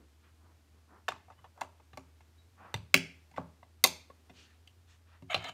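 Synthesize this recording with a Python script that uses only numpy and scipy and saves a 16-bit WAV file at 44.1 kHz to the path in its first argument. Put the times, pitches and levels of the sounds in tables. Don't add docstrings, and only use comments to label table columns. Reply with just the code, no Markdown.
import sys
import numpy as np
from scipy import signal
from scipy.fft import rfft, irfft
from scipy.io import wavfile
from scipy.ndimage import uniform_filter1d

SR = 44100
rng = np.random.default_rng(int(sys.argv[2]) if len(sys.argv) > 2 else 0)


def materialize(psi):
    bounded = np.clip(np.atleast_2d(psi).T, -1, 1)
    quanta = np.round(bounded * 32767).astype(np.int16)
    wavfile.write(sys.argv[1], SR, quanta)


N = 244171

# (pitch [Hz], level [dB], t60 [s])
HULL_MODES = [(490, -5, 0.03), (609, -4.5, 0.051), (767, -3, 0.048), (929, -2, 0.049), (1120, -2, 0.048),
              (1320, -6.5, 0.0079)]
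FRAME_MODES = [(1510, -1.5, 0.011), (1713, -6.5, 0.042), (1810, -6.5, 0.013), (2088, 3.5, 0.025),
               (2490, -7.5, 0.039), (2614, 9.5, 0.0075), (2905, 3.5, 0.0067), (3310, -6, 0.029),
               (3567, 2, 0.033), (4010, 0, 0.033)]
STUD_MODES = [(4470, 3.5, 0.0067), (5560, -4.5, 0.014), (6140, -2, 0.0098), (6800, -4, 0.012),
              (7420, 1, 0.005), (8460, -2.5, 0.004)]
# (start [s], length [s], relative rub level [dB], rub centre [Hz],
# rub spread [octaves], floor rumble [dB])
HAND_MOVES = [(-0.06, 0.15, -77.5, 940, 1.2, -65.5), (0.208, .13, -72, 1570, 1.2, -73),
              (0.375, 0.23, -73, 990, 0.84, -71), (0.71, .12, -77, 1000, .9, -73.5),
              (0.862, 0.18, -63.5, 1010, 0.77, -64.5), (1.36, 0.12, -73.5, 1190, 0.55, -85),
              (1.545, 0.14, -61.5, 790, 1.17, -77), (2.554, 0.23, -58.5, 1077, 1.05, -67.5),
              (4.317, 0.18, -64, 2992, 1.25, -70), (4.447, .16, -73.5, 2030, 1.32, -80),
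              (4.862, 0.13, -68.5, 2700, 1.34, -78), (5.04, 0.18, -68, 1440, 1.27, -85)]


def contacts():
    # (time [s], floor thud [dB], thud pitch [Hz], hull knock [dB], frame click [dB], stud tick [dB],
    # pitch of the struck piece [Hz], its ring [dB], chatter decay [ms])
    hits = [(1.082, -64, 328, -34, -30.5, -47, 1770, -26.5, 1.7),
            (1.086, -53, 269, -25, -29.5, -41, 1140, -28.5, 2.46),
            (1.12, -53.5, 234, -52, -48.5, -57, 1130, -35, 2.3),
            (1.161, -70, 100, -74, -63, -75, 934, -52.5, 4.9),
            (1.281, -64, 100, -54.5, -74, -87, 816, -71, 5.5),
            (1.3, -90, 100, -53, -66, -75, 920, -53.5, 7.6),
            (1.318, -71.5, 100, -70, -64, -83, 900, -61, 7.8),
            (1.384, -59, 100, -91, -69, -92, 1060, -64, 9.9),
            (1.442, -82, 100, -57, -62, -96, 991, -48, 7.8),
            (1.576, -80, 100, -47, -63, -68, 937, -73, 0.98),
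            (1.61, -49, 328, -38, -39.5, -43, 1050, -52, 1.7),
            (1.614, -72, 135, -34.5, -36, -48.5, 1020, -26, 2.6),
            (1.797, -89, 100, -57, -69, -87, 1110, -88, 5.6),
            (1.931, -53, 137, -52, -56.5, -70, 1730, -62, 4.8),
            (1.973, -46.5, 252, -36.5, -44.5, -48.5, 764, -59, 1.94),
            (2.205, -68, 100, -81, -62.5, -74, 929, -59, 5.3),
            (2.741, -31, 95.3, -34, -29.5, -39, 1080, -30.5, 2),
            (2.942, -24, 235, -19, -11.5, -17, 2180, -6.5, 1.25),
            (3.312, -62, 99.5, -62, -63, -69, 746, -66, 3.3),
            (3.338, -57, 131.5, -60.5, -62, -84, 931, -60, 6.2),
            (3.361, -70, 99, -49.5, -49, -63, 1080, -58, 5.6),
            (3.374, -46, 205, -44.5, -49, -61, 1520, -41, 2.5),
            (3.381, -36, 193, -27.5, -64, -76, 762, -25.5, 0.7),
            (3.628, -62.5, 98.4, -56, -57, -77, 767, -49.5, 3.04),
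            (3.839, -32.5, 328, -22, -12.5, -12.5, 3650, -22, 2.7),
            (3.847, -51, 243, -19, -30.5, -23.5, 3670, -19, 1.37),
            (4.099, -64, 200, -48, -60.5, -78, 507, -45.5, 3.5),
            (4.295, -49, 253, -69, -55, -69, 700, -53.5, 6.3),
            (4.674, -68, 100, -68, -59, -61, 3010, -50, 2.93),
            (5.222, -44.5, 188.3, -54, -60.5, -69, 929, -71, 2.3),
            (5.33, -78, 175, -44.5, -34, -65, 2020, -37, 3.5),
            (5.344, -43.5, 268, -25.5, -20, -79, 3890, -33, 2.7),
            (5.359, -40.5, 102, -33, -69, -98, 695, -35.5, 3),
            (5.44, -57, 207, -45, -42, -52, 2250, -53, 5.8),
            (5.449, -56, 220, -43.5, -40.5, -75, 3140, -67, 8.7),
            (5.487, -56, 139, -45.5, -50, -52.5, 3150, -48, 4.6)]
    # (pitch [Hz], level [dB], t60 [s])
    floor_modes = [(101.6, 3, 0.16), (129.83, -3.5, 0.13), (167, -3, 0.15), (200, -4, 0.11),
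                   (263.3, 4, 0.092), (376, -3, 0.14)]
    edge_modes = [(9280, 2.5, 0.0034), (11400, -3, 0.0035), (11900, -2.5, .003), (13300, -2.5, 0.0047),
                  (14600, -1.5, .003)]
    thud_rise_s, blow_s, piece_t60_s = .0045, .002, .012
    out, t = np.zeros((2, N + SR)), np.arange(SR // 3) / SR
    short, ms = t[:SR // 10], t[:1500] * 1000
    blur = np.exp(-short / .0022)
    for start, floor_db, floor_hz, hull_db, frame_db, stud_db, hz, piece_db, chatter_ms in hits:
        chance = rng.standard_normal((6, 10, 3))
        timing, strength = rng.random((2, len(ms)))
        force = (1 - np.exp(-ms / (.3 * chatter_ms))) * np.exp(-ms / chatter_ms)
        blows = (timing < .3) * (2 * strength - 1) * force
        thud = ring(favour(floor_modes, floor_hz, fall_db=5.5), t, chance[5])
        thud *= (1 - np.exp(-t / thud_rise_s)) ** 2
        contact = np.tile(amp(floor_db) * thud / np.abs(thud).max(), (2, 1))
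        edge_db = stud_db - 4 + .2 * (stud_db + 15)
        bodies = [(favour(HULL_MODES, hz, fall_db=1.5), hull_db),
                  (favour(FRAME_MODES, hz, fall_db=3), frame_db),
                  (STUD_MODES, stud_db), (edge_modes, edge_db), ([(hz, 0, piece_t60_s)], piece_db)]
        gain = np.sqrt((blow_s + chatter_ms / 1000) / 2 / short[-1])
        for (modes, db), scatter in zip(bodies, chance):
            one_blow = highpass(ring(modes, short, scatter), .6 * modes[0][0])
            chatter = signal.fftconvolve(one_blow, blows)[:len(short)]
            contact[:, :len(short)] += amp(db) * gain * np.array([unit(chatter), unit(one_blow * blur)])
        i = int(start * SR)
        out[:, i:i + len(t)] += contact
    return out[:, :N]


def ring(modes, t, scatter):
    hz, db, t60 = np.transpose(modes)[:, :, None]
    level, polarity, detune = scatter[:len(hz)].T[:, :, None]
    sines = np.sign(polarity) * np.sin(2 * np.pi * hz * (1 + .017 * detune) * t)
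    return (amp(db + 2 * level - 60 * t / t60) * sines).sum(axis=0)


def favour(modes, hz, fall_db):
    return [(f, db - fall_db * np.log2(f / hz) ** 2, t60) for f, db, t60 in modes]


def scrape():
    # (time [s], level [dB])
    drag = [(5.285, -85.5), (5.305, -35), (5.329, -38.5), (5.337, -48), (5.352, -68), (5.37, -55.5),
            (5.476, -42.5), (5.488, -44), (5.497, -44.5), (5.53, -80)]
    # (pitch [Hz], unused width [Hz], level [dB])
    piece_modes = [(700, 46, 7), (1262, 29, 4.5), (1690, 37, 3), (2194, 87, 6), (2650, 30, 1),
                   (3060, 57, 6.5), (3720, 33, -1), (3700, 87, -29), (4355, 140, -14)]
    slips_per_s, width_hz, treble_db = 3000, 180, -22
    level = amp(np.interp(np.arange(N) / SR, *np.transpose(drag), left=-120))
    slips = (rng.random(N) < slips_per_s / SR) * rng.standard_normal(N) * amp(.86 * walk(120))
    body = unit(sum(amp(db) * unit(band(slips, hz, width_hz)) for hz, _, db in piece_modes))
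    treble = sum(gain * unit(band(slips, hz, width))
                 for hz, width, gain in [(6800, 570, 1), (8560, 700, .5), (11500, 6000, .36)])
    return level * (body + amp(treble_db) * unit(treble))


def finger_rubs():
    db, centre_hz, octaves = np.transpose(HAND_MOVES)[2:5]
    grain, swell, out = amp(1.5 * walk(90)), swells(), 0
    for hz, _, _ in HULL_MODES + FRAME_MODES[::2] + STUD_MODES:
        mode = unit(band(rng.standard_normal(N), hz, hz / 4)) * amp(2.2 * walk(25))
        drive = amp(db) * np.exp(-(np.log2(hz / centre_hz) / octaves) ** 2)
        out += mode * (drive @ swell)
    return .5 * out * grain


def floor_rumble():
    level = amp(np.transpose(HAND_MOVES)[5]) @ swells()
    return level * amp(2.5 * walk(25)) * unit(band(rng.standard_normal(N), hz=238, width=265))


def swells():
    rise_share, fall_share = .35, .48
    start, length = np.transpose(HAND_MOVES)[:2, :, None]
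    progress = (np.arange(N) / SR - start) / length
    ramp = np.clip(np.minimum(progress / rise_share, (1 - progress) / fall_share), 0, 1)
    return np.sin(np.pi / 2 * ramp) ** 2


def squeaks():
    # (start [s], length [s], pitch [Hz], level [dB])
    tones = [(1.38, 0.034, 2990, -68), (2.381, 0.044, 3880, -67.5)]
    t, waver, out = np.arange(N) / SR, 1 + .006 * walk(61), 0
    for start, length, hz, db in tones:
        envelope = np.sin(np.pi * np.sqrt(np.clip((t - start) / length, 0, 1)))
        out += amp(db) * envelope * np.sin(2 * np.pi * np.cumsum(hz * waver) / SR)
    return out


def room(x):
    # (frequency [Hz], t60 [s])
    decay = [(100, 0.35), (500, 0.39), (1000, .35), (2000, 0.43), (5000, 0.38), (14000, 0.067)]
    # (frequency [Hz], relative level [dB])
    colour = [(100, 13.5), (500, 0), (1000, -4), (2300, -4), (5000, -1), (14000, 9)]
    # (delay [s], level [dB])
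    echoes = [(.008, -17), (.021, -19), (.033, -23)]
    tail_db, rise_s = -13, .002
    t, tail = np.arange(SR // 2) / SR, 0
    for hz in 80 * 2 ** np.arange(0, 7.6, .5):
        envelope = amp(on_log(hz, colour) - 60 * t / on_log(hz, decay))
        tail += envelope * band(rng.standard_normal(len(t)), hz, hz / .85)
    tail *= 1 - np.exp(-t / rise_s)
    tail *= amp(tail_db) / np.linalg.norm(tail)
    for delay, db in echoes:
        smear = rng.standard_normal(400) * np.exp(-t[:400] / .003)
        i = int(delay * SR)
        tail[i:i + 400] += amp(db) * smear / np.linalg.norm(smear)
    return signal.fftconvolve(x, tail)[:N]


def room_tone():
    # (frequency [Hz], relative density [dB])
    spectrum = [(15, -61), (25, -31), (53, -21), (64, 1), (87, -8.5), (175, -33), (217, -23), (476, -30),
                (516, -35), (624, -32.5), (3160, -39), (3820, -40), (4870, -40.5), (14400, -49),
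                (16000, -60.5)]
    hiss_db, bass_db, split_hz = -71, -75, 120
    hz = np.fft.rfftfreq(N, 1 / SR)
    hiss = irfft(rfft(rng.standard_normal(N)) * amp(on_log(hz, spectrum)) * (hz > split_hz), N)
    hump = amp(-6 * np.log2(np.maximum(hz, 1) / 100) ** 2)
    bass = irfft(rfft(rng.standard_normal(N)) * hump * (hz <= split_hz), N)
    return amp(hiss_db + .8 * walk(3)) * unit(hiss) + amp(bass_db) * unit(bass)


def appliance_hum():
    hz, db = 81, -63
    tone = np.sin(2 * np.pi * np.cumsum(hz + 3 * walk(7)) / SR)
    noise = unit(band(rng.standard_normal(N), hz, width=18))
    return amp(db) * unit(tone + .2 * noise)


def amp(db):
    return 10 ** (np.asarray(db) / 20)


def on_log(hz, table):
    f, value = np.transpose(table)
    return np.interp(np.log(np.maximum(hz, 1)), np.log(f), value)


def unit(x):
    return x / np.sqrt(np.mean(x ** 2))


def band(x, hz, width):
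    b, a = signal.iirpeak(hz, hz / width, fs=SR)
    return signal.lfilter(b, a, signal.lfilter(b, a, x))


def highpass(x, hz):
    return signal.sosfilt(signal.butter(2, hz, "high", fs=SR, output="sos"), x)


def walk(rate):
    hold = int(SR / rate)
    steps = np.repeat(rng.standard_normal(N // hold + 1), hold)
    return 1.1 * uniform_filter1d(uniform_filter1d(steps, hold), hold)[:N]


def scene():
    direct, all_round = contacts()
    friction = finger_rubs() + scrape() + squeaks()
    toy = direct + friction + floor_rumble()
    return (toy + room(all_round + friction) + room_tone() + appliance_hum())[None]


def record(dry):
    low_hz, top_hz, ceiling = 39.7, 15700, .8
    rounded = ceiling * np.tanh(highpass(dry, low_hz) / ceiling)
    return signal.sosfilt(signal.ellip(8, .2, 60, top_hz, fs=SR, output="sos"), rounded)


dry = scene()
out = record(dry)
materialize(out)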